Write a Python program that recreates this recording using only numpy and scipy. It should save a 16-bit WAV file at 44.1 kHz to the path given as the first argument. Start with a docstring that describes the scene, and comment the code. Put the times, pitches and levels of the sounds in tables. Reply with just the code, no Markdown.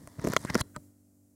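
"""Dull thumps, short clacks and bright ticks: a hollow plastic spinning top is handled close by.
Each time the plastic catches and slips, its wall swings, its shell rings and a click runs through it;
the hardest snaps also ring the rim. In between, tiny slips scrape, crackle and squeak over the
rumble of the hand. The room is quiet, with a faint echo, a low hum and a soft hiss."""
import sys
import numpy as np
from scipy import signal
from scipy.fft import rfft, irfft
from scipy.io import wavfile

SR = 44100
rng = np.random.default_rng(int(sys.argv[2]) if len(sys.argv) > 2 else 0)


def digitize_waveform(pressure):
    """Quantize a signal to 16-bit integers and store it at the path in sys.argv[1].

    Rows of a 2-D input are taken as channels; values are limited to [-1, 1].
    """
    field = np.atleast_2d(pressure).T
    bounded = np.clip(field, -1, 1)
    quanta = np.round(bounded * 32767).astype(np.int16)
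    wavfile.write(sys.argv[1], SR, quanta)


N = 59535
T = np.arange(N) / SR
LET_GO_S = .7  # the fingers loosen their grip here
LOOSE_PITCH, LOOSE_RING = .925, 1.7  # factors: a loose shell rings lower and longer


def amp(db):
    """Turns decibels into a gain."""
    return 10 ** (np.asarray(db) / 20)


def unit_rms(x):
    """Scales a sound to an average (rms) level of 1."""
    return x / np.sqrt(np.mean(x ** 2) + 1e-20)


def unit_peak(x):
    """Scales a sound to a peak of 1."""
    return x / (abs(x).max() + 1e-20)


def fade(curve):
    """Gain over time from (t/s, level/dB) points; silent after the last one."""
    return amp(np.interp(T, *np.transpose(curve), right=-np.inf))


def coloured(x, colour):
    """Filters a sound to follow (f/Hz, level/dB) points; the result has rms 1."""
    hz, db = np.transpose(colour)
    f = abs(np.fft.fftfreq(4096, 1 / SR))
    log_gain = np.log(amp(np.interp(np.log(f + 1), np.log(hz + 1), db)))
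    response = np.fft.ifft(np.exp(np.conj(signal.hilbert(log_gain)))).real  # never rings ahead of time
    return unit_rms(signal.fftconvolve(x, response[:len(response) // 2])[:N])


def background():
    """A low hum and a faint hiss, both a little softer towards the end."""
    # tones of the hum: multiple of base_hz, relative level/dB
    hum_tones = [(2, -65), (4, -71.5), (5, -68), (6, -66), (7, -80.5), (8, -83), (9, -84), (11, -82.5),
                 (12, -88), (13, -84.5)]
    # colour of the hiss: f/Hz, relative level/dB
    hiss_colour = [(12, -45.5), (20, -9), (44, -16.5), (95, -2), (145, -12), (292, -9.5), (345, -19.5),
                   (482, -25), (733, -19), (916, -29), (3500, -39), (7440, -23), (15800, -28)]
    # loudness of both: t/s, gain/dB
    loudness = [(0,2.5),(.84,4),(.95,-2.5),(1.45,-3.5)]
    base_hz = 48.47
    hum = sum(amp(db) * np.sqrt(2) * np.sin(2 * np.pi * (k * base_hz * T + rng.random()))
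              for k, db in hum_tones)
    hiss = amp(-68) * coloured(rng.standard_normal(N), hiss_colour)
    return fade(loudness) * (hum + hiss)


def room_echo(x, ring_s=0.94):
    """The room answers with a smooth tail that falls by 60 dB in ring_s."""
    tail = rng.standard_normal(N) * np.exp(-np.log(1000) * T / ring_s)
    return signal.fftconvolve(x, tail / np.linalg.norm(tail))[:N]


def hand_rumble():
    """The hand makes a low noise as it moves on the toy."""
    # loudness of the rumble: t/s, level/dB
    loudness = [(0, -52.5), (.09, -58), (.15, -63.5), (.22, -46.5), (.29, -37.5), (.34, -46), (.39, -55),
                (.52, -44.5), (.6, -46), (.64, -54), (.75, -79), (.78, -49.5), (.82, -71), (.95, -79)]
    # its colour: f/Hz, relative level/dB
    colour = [(20, -30), (60, -2), (130, -0.5), (280, -5.5), (600, -19.5), (1000, -31.5), (4000, -55.5)]
    return fade(loudness) * coloured(rng.standard_normal(N), colour)


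def tiny_slips(per_s, spread_db):
    """Tiny slips of uneven size, each one a spike at a random moment."""
    size = amp(spread_db * np.minimum(rng.exponential(1, N), np.pi))
    return size * rng.choice([-1, 1], N) * (rng.random(N) < per_s / SR)


def through_wall(f, lowest_hz=4000, travel_s=0.00051, loss_hz=70):
    """Filter for the thin wall: high tones arrive first, and those below lowest_hz die out."""
    return np.exp(-2 * np.pi * travel_s * (np.sqrt(lowest_hz ** 2 + (loss_hz + 1j * f) ** 2) - 1j * f))


def scrape():
    """Plastic rubs on plastic, and many small slips blur into a scrape."""
    # loudness of the scrape: t/s, level/dB
    loudness = [(0, -66), (.17, -66), (.23, -52), (.305, -47.5), (.332, -37.5), (.345, -45.5), (.385, -62),
                (.455, -49), (.47, -62), (.488, -69), (.5, -34.5), (.515, -57), (.55, -37.5), (.575, -48),
                (.61, -34), (.622, -71.5)]
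    # its colour: f/Hz, relative level/dB
    colour = [(100, -25.5), (400, -16.5), (620, -1.5), (780, -7.5), (950, 0.5), (1450, -11.5), (1900, -3),
              (2600, -23), (3600, -13.5), (5300, -14), (7500, -25.5), (16000, -40)]
    return fade(loudness) * coloured(tiny_slips(per_s=2600, spread_db=4.0), colour)


def crackle():
    """Very uneven slips under the grip chirp through the wall as a fine crackle."""
    # loudness of the crackle: t/s, level/dB
    loudness = [(0,-67),(.2,-72),(.27,-56),(.325,-53),(.35,-57.5),(.445,-55.5),(.46,-55.5),(.53,-63),(.555,-47),(.567,-66),(.577,-52),(.609,-40),(.618,-63)]
    # its colour: f/Hz, relative level/dB
    colour = [(100,-22),(2500,-18),(3400,-14),(4200,-3),(6000,-1),(10000,-2),(12500,-10),(16000,-19),(20000,-40)]
    slips = tiny_slips(per_s=9800, spread_db=14)
    chirps = irfft(rfft(slips) * through_wall(np.fft.rfftfreq(N, 1 / SR)), N)
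    return fade(loudness) * coloured(chirps, colour)


def squeaks():
    """Quick slips stir one tone of the shell into a short, rough rasp before the plastic catches."""
    # rasps: start/s, end/s, pitch/Hz, level/dB
    rasps = [(0.456,0.513,1700,-43),(0.572,0.597,1595,-42.5),(0.742,0.77,1470,-50.5)]
    out = np.zeros(N)
    for start, end, hz, db in rasps:
        b, a = signal.iirpeak(hz, Q=2.6, fs=SR)
        tone = unit_rms(signal.lfilter(b, a, signal.lfilter(b, a, rng.standard_normal(N))))
        progress = np.clip((T - start) / (end - start), 0, 1)
        swell = np.sin(np.pi * progress ** 2).clip(0) ** .5
        out += amp(db) * tone * swell
    return out


def ring(tones, centre_hz, t, width_octaves=0.29, far_db=-18):
    """Tones struck at t = 0 die away; the spot that is hit favours those near centre_hz."""
    t = np.maximum(t, 0)
    out = np.zeros(len(t))
    for hz, db, ring_s in tones:
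        nearness = np.exp(-.5 * (np.log2(hz / centre_hz) / width_octaves) ** 2)
        gain = amp(db + far_db * (1 - nearness))
        out += gain * np.exp(-np.log(1000) * t / ring_s) * np.sin(2 * np.pi * hz * t)
    return unit_peak(out)


def rim_snaps():
    """Hard snaps set the stiff rim ringing."""
    # tones of the rim: f/Hz, relative level/dB, time to fall by 60 dB/s
    rim_tones = [(3020,-20,.008),(3330,1,0.0082),(4050,-5.5,0.02)]
    # snaps: t/s, level/dB, centre/Hz
    snaps = [(0.3653,-20,2932),(0.3687,-16.5,2974),(0.6143,-21.5,3915),(0.7642,-40,3940)]
    return sum(amp(db) * ring(rim_tones, hz, T - at_s) for at_s, db, hz in snaps)


def thump(hz, t, build_cycles=0.12, fade_cycles=0.45):
    """The wall is pushed in, slips free at t = 0 and swings back."""
    before, after = np.minimum(t * hz, 0), np.maximum(t * hz, 0)
    push = -np.exp(before / build_cycles - after / fade_cycles) * np.cos(2 * np.pi * after)
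    return signal.lfilter(*signal.butter(2, 0.44 * hz, "high", fs=SR), push)  # a steady push is silent


def tick(hz, held, t, width_octaves=0.17, floor_db=-12.5, top_hz=11800, grit_s=0.00037):
    """A bright click chirps downwards through the wall; its band is narrower when the shell is loose."""
    f = np.fft.rfftfreq(len(t), 1 / SR)
    narrowing = 1 if held else LOOSE_RING
    band = np.exp(-.5 * (np.log2((f + 1) / hz) * narrowing / width_octaves) ** 2)
    colour = (band + amp(floor_db * narrowing)) / np.hypot(1, (f / top_hz) ** np.pi)
    click = np.exp(2j * np.pi * f * t[0])  # spectrum of one spike at t = 0
    grit = 0.17 * rng.standard_normal(len(t)) * np.exp(-abs(t) / grit_s)  # tiny slips crowd round it
    return unit_peak(irfft((click + rfft(grit)) * colour * through_wall(f), len(t)))


def clack(centre_hz, held, t):
    """The hollow shell rings; a grip makes its tones higher and shorter."""
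    # tones of the held shell: f/Hz, relative level/dB, time to fall by 60 dB/s
    shell_tones = [(640.8,0.5,0.025),(1070,2.5,0.012),(1367,-0.5,0.012),(1600,-1.5,0.006),(2000,2.5,0.0095),(2380,-13.5,.008)]
    pitch, length = (1, 1) if held else (LOOSE_PITCH, LOOSE_RING)
    tones = [(hz * pitch, db, ring_s * length) for hz, db, ring_s in shell_tones]
    # the small shell gives off little bass, and the soft contact dulls the treble
    band = signal.butter(2, [85, 3460], "band", fs=SR)
    return unit_peak(signal.lfilter(*band, ring(tones, centre_hz, t)))


def catches():
    """Every catch and slip of the plastic gives a thump, a clack and a tick."""
    # catches: t/s, thump level/dB, pitch/Hz, clack level/dB, centre/Hz, tick level/dB, centre/Hz
    contacts = [ (0.0745,-40,105.5,-32.5,820,-34,9600), (0.185,-33.5,150,-43.5,570,-58,8300),
                (0.1918,-26,135,-41.5,670,-53,5930), (0.1963,-52.5,150,-32.5,1530,-42,5300),
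                (.216,-47.5,201.1,-59,1200,-40,8440), (0.2233,-40.5,200.8,-49.5,700,-44,6040),
                (0.2411,-25.5,300,-41.5,710,-44,5960), (0.2434,-19,395.4,-45,690,-33.5,6200),
                (0.2484,-13.5,269,-29,514,-29.5,6100), (0.2548,-18.5,350,-46.5,600,-38.5,6040),
                (.2675,-33.5,300,-43,700,-35.5,6030), (0.271,-16,300,-40.5,700,-36,7360),
                (.2728,-12,338.2,-21,600,-26.5,6400), (0.2758,-18,349,-27,526,-27,6050),
                (0.2821,-25.5,200,-39.5,603,-41.5,7020), (0.2868,-21.5,330,-39,703,-29.5,6730),
                (0.3007,-19,173.2,-33.5,593,-32,6453), (0.321,-38.5,200,-35,1300,-28.5,6900),
                (0.3355,-14,500,-18.5,1225,-24.5,6500), (0.3366,-31.5,250,-28.5,1500,-25,13000),
                (0.3653,-12,550,-6,1650,-13.5,5850), (.36647,-30.5,523,-9,1200,-25.5,5000),
                (0.3682,-27,157.1,-42,1500,-31.5,5000), (.3714,-26.5,300,-39,1000,-26,6500),
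                (0.403,-35.5,150,-50,1000,-47,8000), (0.4165,-37.5,200.1,-56.5,1210,-36,8850),
                (0.4408,-41,199.8,-56,970,-43,10100), (0.45,-20,208,-25.5,1110,-28.5,7850),
                (.501,-50,200,-21,1860,-32.5,5830), (0.5032,-23.5,149,-28,1810,-31,5650),
                (0.5454,-22.5,305.4,-29,1400,-18.5,5185), (0.552,-30.5,382,-18.5,1000,-22.5,4910),
                (.5538,-7.5,380,-11.5,1250,-20,6020), (0.5545,-13.5,459,-34,707,-23,6100),
                (.5573,-15.5,227.7,-19,684,-36,12110), (0.562,-15,215.1,-35,600,-47,4350),
                (.578,-31,250,-54,1245,-28,5500), (0.605,-25,230,-50,1290,-22.5,5150),
                (.611,-20,117.5,-19,1140,-20,6940), (0.612,-33,120.1,-42,1150,-18.5,10000),
                (0.7631,-45,222,-47,1264,-31.5,7700), (.7636,-44.5,132,-25.5,1210,-39.5,4720),
                (.7672,-29,135.1,-37,650,-60,4600)]
    out, samples = np.zeros(N), 4096
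    for k, (at_s, thump_db, thump_hz, clack_db, clack_hz, tick_db, tick_hz) in enumerate(contacts):
        direction = (-1) ** k  # the shell is pushed in and springs out by turns
        held = at_s < LET_GO_S
        start = max(int(at_s * SR) - samples // 10, 0)  # leaves time for the build-up
        span = slice(start, start + samples)
        t = T[span] - at_s
        out[span] += amp(thump_db) * thump(thump_hz, t)
        out[span] += direction * amp(clack_db) * clack(clack_hz, held, t)
        out[span] += amp(tick_db) * tick(tick_hz, held, t)
    # the shell gives off little sound between its two lowest tones
    return signal.lfilter(*signal.iirnotch(800, Q=4.5, fs=SR), out)


def scene():
    """The toy, its faint echo and the background, in one channel."""
    toy = catches() + rim_snaps() + scrape() + crackle() + hand_rumble() + squeaks()
    return (toy + amp(-35.5) * room_echo(toy) + background())[None]


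def record(dry):
    """Cuts off the very highest treble."""
    low_pass = signal.firwin(401, 15900, window=("kaiser", 9), fs=SR)
    return signal.oaconvolve(dry, low_pass[None], "same")


dry = scene()
out = record(dry)
digitize_waveform(out)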